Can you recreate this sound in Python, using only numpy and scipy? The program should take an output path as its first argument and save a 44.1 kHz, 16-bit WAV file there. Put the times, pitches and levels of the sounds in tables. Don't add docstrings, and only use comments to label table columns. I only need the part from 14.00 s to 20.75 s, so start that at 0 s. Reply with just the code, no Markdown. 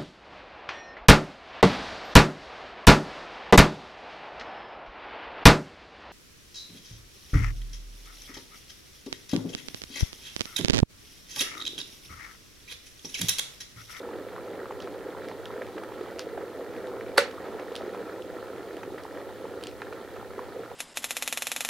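import sys
import numpy as np
from scipy import signal
from scipy.fft import rfft, irfft, next_fast_len
from scipy.io import wavfile
from scipy.ndimage import map_coordinates

SR = 44100
rng = np.random.default_rng(int(sys.argv[2]) if len(sys.argv) > 2 else 0)


def wav_record(signal):
    frames = np.transpose(np.atleast_2d(signal))
    bounded = np.clip(frames, -1, 1)
    quanta = np.round(bounded * 32767).astype(np.int16)
    wavfile.write(sys.argv[1], SR, quanta)


def magnitude_from_level(level_db):
    exponent = np.asarray(level_db, float) / 20
    return 10 ** exponent


N = 297675

# pitch_hz [Hz], level_db [dB per Hz]
RUMBLE_COLOUR = [(15, -50), (25, -21), (49, -15), (62, -6), (81, -7), (100, -6), (112, 2), (126, -7),
                 (150, -12), (220, -27), (370, -120)]
# pitch_hz [Hz], level_db [dB per Hz]
SWAY_COLOUR = [(15, -72), (25, -42), (48, -10), (81, 0), (101, -6.5), (119, -39), (150, -39), (200, -64),
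               (330, -120)]
# pitch_hz [Hz], level_db [dB per Hz]
HISS_COLOUR = [(20, -120), (300, 7.5), (3000, 5), (7000, 2), (12000, 1), (15500, 0), (20000, -4)]
# pitch_hz [Hz], t60_s [s]
ROOM_DECAY = [(300, 0.14), (2000, 0.25), (5000, 0.22), (12000, 0.13)]
# pitch_hz [Hz], share [ratio]
ECHO_SPREAD = [(300, 0.11), (3000, 0.71), (12000, 0.29)]
# pitch_hz [Hz], likeness [0 to 1]
KETTLE_LIKENESS = [(300, 1), (1500, 0.9), (3000, 0.89), (6000, 0.91), (14000, 0.37)]
# pitch_hz [Hz], level_db [dB per Hz]
SNAP_ECHO_COLOUR = [(150, -38), (250, -39), (421, -10), (484, 3), (557, -4), (662, -34), (1700, -13.5),
                    (9330, -29.5), (16000, -42)]
# start_s [s], peak_db [dB], pitch_hz [Hz], brightness_db [dB]
LID_DROPS = [(1.667, -40, 2000, -15), (0.803, -32.5, 3030, -35), (0.822, -32.5, 3910, -30),
             (1.2855, -34, 2000, -19), (1.4562, -32, 3100, -22), (1.7823, -42, 2920, -28),
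             (1.8366, -42, 3110, -12), (2.11, -43, 3560, -21), (2.1864, -36, 2660, -30),
             (2.1933, -21.5, 4970, -15), (2.764, -42, 2560, -22), (2.871, -40, 3810, -19),
             (3.008, -45, 2960, -22), (3.312, -38, 2950, -22), (3.721, -41, 2820, -20),
             (3.7542, -26.5, 3220, -19), (3.7629, -26.5, 3420, -16), (3.8187, -41, 2750, -23),
             (4.2217, -36, 2900, -27), (4.768, -38, 2880, -23), (5.036, -38.5, 4400, -15),
             (5.611, -41, 2730, -27), (5.6284, -39, 2790, -14), (5.6377, -27.5, 3150, -14),
             (5.67, -28, 3020, -12), (5.7133, -42, 2760, -23), (5.818, -40, 3870, -18),
             (5.9333, -42, 2740, -22)]
# pitch_hz [Hz], level_db [dB per Hz]
SPLASH_COLOUR = [(500, -59), (1200, 5), (2200, -12), (3200, 12), (5500, 3.5), (7000, -4), (12000, -17),
                 (16000, -27)]
# pitch_hz [Hz], level_db [dB per Hz]
EDGE_COLOUR = [(4000, -34), (7000, -3), (9500, 2.5), (12000, -13), (16000, -16)]
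# pitch_hz [Hz], level_db [dB per Hz]
DROP_ECHO_COLOUR = [(800, -19), (2000, 0.5), (3200, 3.5), (5500, -0.5), (7000, -14), (11000, -18),
                    (16000, -35)]
# start_s [s], peak_db [dB], t60_s [s]
SWITCH_BLOWS = [
    (3.1735, -23, .008),
    (3.1755, -12, .01),
    (3.1784, -4, .007),
    (3.18, -8, .005),
    (3.1808, -4, .005),
    (3.1816, -4, .007),
    (3.1893, -14, .006),
]
# pitch_hz [Hz], level_db [dB per Hz]
SNAP_COLOUR = [(120, -51), (250, -20), (500, -8), (800, 0), (1450, -1.5), (2100, -6), (3190, -15),
               (4430, -4), (6880, -24.5), (11000, -16.5), (12500, -32), (16000, -42)]
# pitch_hz [Hz], level_db [dB], t60_s [s]
SHELL_MODES = [(325, -14, 0.048), (446, 0, 0.043), (494, 3, 0.021), (560, 3, 0.12), (726, -3.5, 0.036),
               (836, -20, .03), (990, -19, 0.016), (1174, -18, 0.17), (1370, -4, 0.066), (1498, 8.5, 0.02),
               (2070, -2.5, 0.029), (2780, -5, 0.029), (4630, 2, .012), (10900, -10, .006)]
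# start_s [s], level_db [dB]
VIGOUR = [(0.0, -40), (0.41, -42.5), (1.05, -38.5), (1.45, -41), (3.03, -40), (3.18, -40), (3.99, -41),
          (4.44, -41), (4.87, -42), (4.98, -41.5), (6.75, -43)]
# pitch_hz [Hz], level_db [dB per Hz]
DRUM_COLOUR = [(76, -64), (130, -20), (165, -23.5), (184, -8.5), (200, -16.5), (246, -9.5), (330, -5.5),
               (400, -2.5), (480, -1), (540, -4), (600, -11), (800, -17), (1040, -40.5), (1760, -120)]
# pitch_hz [Hz], level_db [dB per Hz]
BURBLE_COLOUR = [(380, -32), (650, 0), (849, 0.5), (1160, -4), (1330, 3), (1520, -5.5), (1810, -3.5),
                 (1900, -4.5), (2600, -30.5), (3380, -19.5), (5720, -120)]
# pitch_hz [Hz], level_db [dB per Hz]
FIZZ_COLOUR = [(1350, -23), (2300, 3.5), (2560, -5.5), (2900, -3.5), (3700, -3.5), (4300, -4.5),
               (4900, -10.5), (5860, -16.5), (7000, -17.5), (9100, -37), (15400, -120)]
# pitch_hz [Hz], level_db [dB per Hz]
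SLAP_COLOUR = [(120, -59), (300, -7.5), (600, 2.5), (1500, -2), (2300, -5), (3500, -19), (6000, -25),
               (12000, -45)]
# start_s [s], peak_db [dB], pitch_hz [Hz]
LARGE_BURSTS = [(0.158, -32, 473), (0.265, -26, 484), (0.511, -27.5, 357), (0.569, -46, 417),
                (0.593, -32, 468), (0.629, -27, 407), (1.064, -29, 456), (1.201, -30, 464),
                (1.533, -30, 476), (1.582, -35, 363), (1.655, -28, 500), (2.007, -24, 410),
                (2.267, -25, 444), (2.376, -25.5, 510), (2.426, -31, 463), (2.594, -23.5, 471),
                (2.776, -27, 470), (2.934, -30, 490), (3.091, -27, 450), (3.547, -28.5, 417),
                (3.715, -25, 436), (3.808, -26.5, 613), (4.091, -27.5, 433), (4.244, -27, 450),
                (4.298, -28, 474), (4.425, -29, 509), (4.875, -24, 380), (4.921, -28.5, 367),
                (5.44, -27, 470), (6.377, -25, 439)]
# start_s [s], peak_db [dB], pitch_hz [Hz], slap_db [dB]
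SHARP_BURSTS = [(0.088, -31, 867, -18), (0.362, -32.5, 1150, -13), (0.38, -29.5, 1080, -15),
                (0.631, -40, 1270, -10), (0.656, -30, 1190, -12), (0.708, -28, 910, -7.5),
                (0.873, -33.5, 1280, -4.5), (1.148, -31, 940, -24), (1.173, -36, 912, -15),
                (1.313, -28.5, 840, -11), (1.618, -26.5, 1680, -10), (1.78, -34.5, 1300, -3),
                (1.834, -31, 1290, -10), (1.92, -34, 974, -12), (2.193, -32, 1370, -4),
                (2.376, -28.5, 720, -11), (3.009, -30, 1840, -9), (3.595, -32.5, 664, -1.5),
                (3.621, -34, 1250, -14), (3.946, -29, 714, -7), (4.831, -31, 883, -1.5),
                (4.981, -35, 1800, -1), (5.051, -30, 860, -16), (5.452, -31.5, 904, -14),
                (5.818, -26.5, 1630, -6), (5.925, -29.5, 1280, -7.5), (6.227, -32, 821, -22),
                (6.391, -24, 990, -16), (6.484, -40, 880, -21), (6.714, -31, 726, -12)]


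def unit(x):
    return x / np.sqrt(np.mean(x ** 2) + 1e-20)


def along(points, hz):
    f, v = np.transpose(points)
    return np.interp(np.log(hz + 1), np.log(f + 1), v)


def coloured(x, colour):
    gain = magnitude_from_level(along(colour, np.fft.rfftfreq(16384, 1 / SR)))
    cepstrum = irfft(np.log(gain + 1e-5))
    folded = np.r_[cepstrum[0], 2 * cepstrum[1:8192], np.zeros(8192)]
    impulse = irfft(np.exp(rfft(folded)))
    return signal.fftconvolve(np.atleast_2d(x), impulse[None], axes=1)[:, :np.shape(x)[-1]]


def wobble(rate):
    knots = rng.standard_normal(int(N * rate / SR) + 4)
    return map_coordinates(knots, [np.arange(N) * rate / SR])


def rings(start_s, gain, hz, cycles, rise, size):
    turns = np.arange(size) / SR * hz[:, None]
    u = turns / cycles
    swell_and_fall = np.e * u * np.exp(-u)
    wave = gain[:, None] * swell_and_fall * np.sin(2 * np.pi * turns * (1 + rise * u))
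    at = np.round(start_s * SR).astype(int)[:, None] + np.arange(size)
    return np.bincount(at.ravel(), wave.ravel(), N + size + SR)[:N]


def bursts(start_s, db, t60, colour, size=600, rise=1e-5):
    fall = magnitude_from_level(-60 * np.arange(size) / SR / t60)
    fall *= 1 - np.exp(-np.arange(1, size + 1) / SR / rise)
    at = np.round(start_s * SR).astype(int)[:, None] + np.arange(size)
    cracks = fall * rng.standard_normal(at.shape)
    cracks *= (magnitude_from_level(db) * np.linalg.norm(fall) / np.linalg.norm(cracks, axis=1))[:, None]
    filter_gain = np.linalg.norm(coloured(np.eye(1, 4096), colour))
    train = np.bincount(at.ravel(), cracks.ravel(), N + SR)[:N]
    return coloured(train, colour)[0] / filter_gain


def background():
    mid = magnitude_from_level(-59.5) * unit(coloured(rng.standard_normal(N), RUMBLE_COLOUR))
    side = magnitude_from_level(-54.5) * unit(coloured(rng.standard_normal(N), SWAY_COLOUR))
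    noise = rng.standard_normal((3, N))
    hiss = magnitude_from_level(-58) * unit(coloured(noise[:2] + 0.5 * noise[2], HISS_COLOUR))
    return mid + side * [[1], [-1]] + hiss


def room(x, gap_s):
    hz, t, z = signal.stft(rng.standard_normal((2, SR // 2)), SR, nperseg=256)
    apart = along(ECHO_SPREAD, hz)[:, None]
    z = np.array([z[0] + apart * z[1], z[0] - apart * z[1]])
    decay = magnitude_from_level(-60 * t / along(ROOM_DECAY, hz)[:, None])
    tail = signal.istft(z * decay, SR, nperseg=256)[1]
    late = np.pad(x, (int(gap_s * SR), 0))[None]
    return signal.fftconvolve(late, tail / np.linalg.norm(tail[0]), axes=1)[:, :N]


def walls():
    blow = np.zeros(N)
    blow[round(SWITCH_BLOWS[-2][0] * SR)] = 1
    blow = coloured(blow, SNAP_ECHO_COLOUR)[0]
    return magnitude_from_level(7.0) * room(blow / np.linalg.norm(blow), gap_s=.002)


def wide(x):
    hz, _, z = signal.stft(x, SR, nperseg=256)
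    likeness = np.clip(along(KETTLE_LIKENESS, hz), 0, .999)
    share = np.sqrt((1 - likeness) / 2)[:, None]
    scattered = z * share * np.exp(2j * np.pi * rng.random(z.shape))
    side = signal.istft(scattered, SR, nperseg=256)[1][:N]
    return np.array([x + side, x - side])


def spray():
    start_s, db, hz, bright_db = np.transpose(LID_DROPS)
    tap = rings(start_s, magnitude_from_level(db + 1.0), hz, cycles=.8, rise=-0.0011, size=300)
    tap += bursts(start_s, db - 8.0, 0.015, SPLASH_COLOUR)
    tap += bursts(start_s, db + bright_db + 4.5, 0.005, EDGE_COLOUR)
    return tap + bursts(start_s + 0.0042, db - 17, 0.13, DROP_ECHO_COLOUR, size=7000, rise=0.0069)


def switch():
    t = np.arange(SR // 4) / SR
    out = np.zeros(N)
    for start_s, db, t60 in SWITCH_BLOWS:
        envelope = magnitude_from_level(-60 * t / t60) * (1 - np.exp(-t / 0.00038))
        crack = coloured(rng.standard_normal(len(t)) * envelope, SNAP_COLOUR)[0]
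        out[round(start_s * SR):][:len(t)] += magnitude_from_level(db - 4.0) * crack / abs(crack).max()
    ring = np.zeros(len(t))
    for k, (hz, db, t60) in enumerate(SHELL_MODES):
        ring += magnitude_from_level(db - 60 * t / t60) * (-1) ** k * np.sin(2 * np.pi * hz * t)
    out[round(3.1795 * SR):][:len(t)] += magnitude_from_level(-14.5) * ring * (1 - np.exp(-t / 0.00088))
    return coloured(out, [(30, -36), (150, -7), (260, -2), (20000, 4.0)])[0]


def bubbles(colour, lo_hz, hi_hz, cycles, spread_db, wash_db, count, size):
    draw = rng.random((count, 4))
    hz = lo_hz * (hi_hz / lo_hz) ** draw[:, 1]
    strength = np.minimum(-np.log(1 - draw[:, 2]), 3.5)
    gain = hz * magnitude_from_level(spread_db * strength) * np.sign(draw[:, 3] - .5)
    pops = rings(draw[:, 0] * N / SR, gain, hz, cycles, rise=0.056, size=size)
    pops = unit(coloured(pops, colour))[0]
    wash = unit(coloured(rng.standard_normal(N), colour))[0]
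    return unit(pops + magnitude_from_level(wash_db) * wash)


def single_bursts():
    start_s, db, hz = np.transpose(LARGE_BURSTS)
    out = rings(start_s + .0015, magnitude_from_level(db - 2.5), hz, cycles=1.05, rise=0.0066, size=1500)
    start_s, db, hz, slap_db = np.transpose(SHARP_BURSTS)
    start_s = start_s + .001
    out += bursts(start_s, db + slap_db - 1, 0.037, SLAP_COLOUR)
    return out + rings(start_s, magnitude_from_level(db + .5), hz, cycles=0.78, rise=0.0031, size=600)


def boil():
    s, db = np.transpose(VIGOUR)
    swing_db = np.interp(np.arange(N) / SR, s, db - db.mean())
    heaves_per_s = 12
    shared = wobble(heaves_per_s)

    def loudness(under_db, follows):
        heave_db = 1.5 * (0.67 * shared + 0.64 * wobble(heaves_per_s))
        return magnitude_from_level(db.mean() + under_db + follows * swing_db + heave_db)

    big = loudness(under_db=0, follows=1)
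    small = loudness(under_db=-9, follows=0.81)
    fizz = loudness(under_db=-18.5, follows=0.55)
    water = magnitude_from_level(1.0) * big * bubbles(DRUM_COLOUR, 158, 745, cycles=0.59, spread_db=1.06, wash_db=-2.0,
                                     count=2600, size=900)
    water += magnitude_from_level(1.5) * small * bubbles(BURBLE_COLOUR, 600, 2600, cycles=0.69, spread_db=4.0, wash_db=-0.5,
                                        count=1600, size=500)
    water += fizz * bubbles(FIZZ_COLOUR, 2060, 8600, cycles=1.84, spread_db=3.5, wash_db=2.0,
                            count=6000, size=200)
    churn = rng.random((300, 2))
    water += small * bursts(churn[:, 0] * N / SR, 0.88 + 8.8 * churn[:, 1], 0.017, SLAP_COLOUR)
    return water + single_bursts()


def scene():
    water, snap = boil(), switch()
    echoes = magnitude_from_level(-15.5) * room(water, gap_s=0.0054) + magnitude_from_level(-11.5) * room(snap, gap_s=0.0027) + walls()
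    lean = magnitude_from_level([[-.7], [.7]])
    return lean * (wide(water + spray() + snap) + echoes) + background()


def roll_off(x):
    return signal.sosfilt(signal.butter(12, 16800, fs=SR, output="sos"), x)


def record(dry):
    ceiling, top_hz = .95, 15800
    held = dry / (1 + abs(dry / ceiling) ** 4) ** (1 / 4)
    m = next_fast_len(N)
    passed = np.fft.rfftfreq(m, 1 / SR) < top_hz
    limited = irfft(rfft(held, m) * passed, m)[:, :N]
    return roll_off(limited)


dry = scene()
out = record(dry)
wav_record(out)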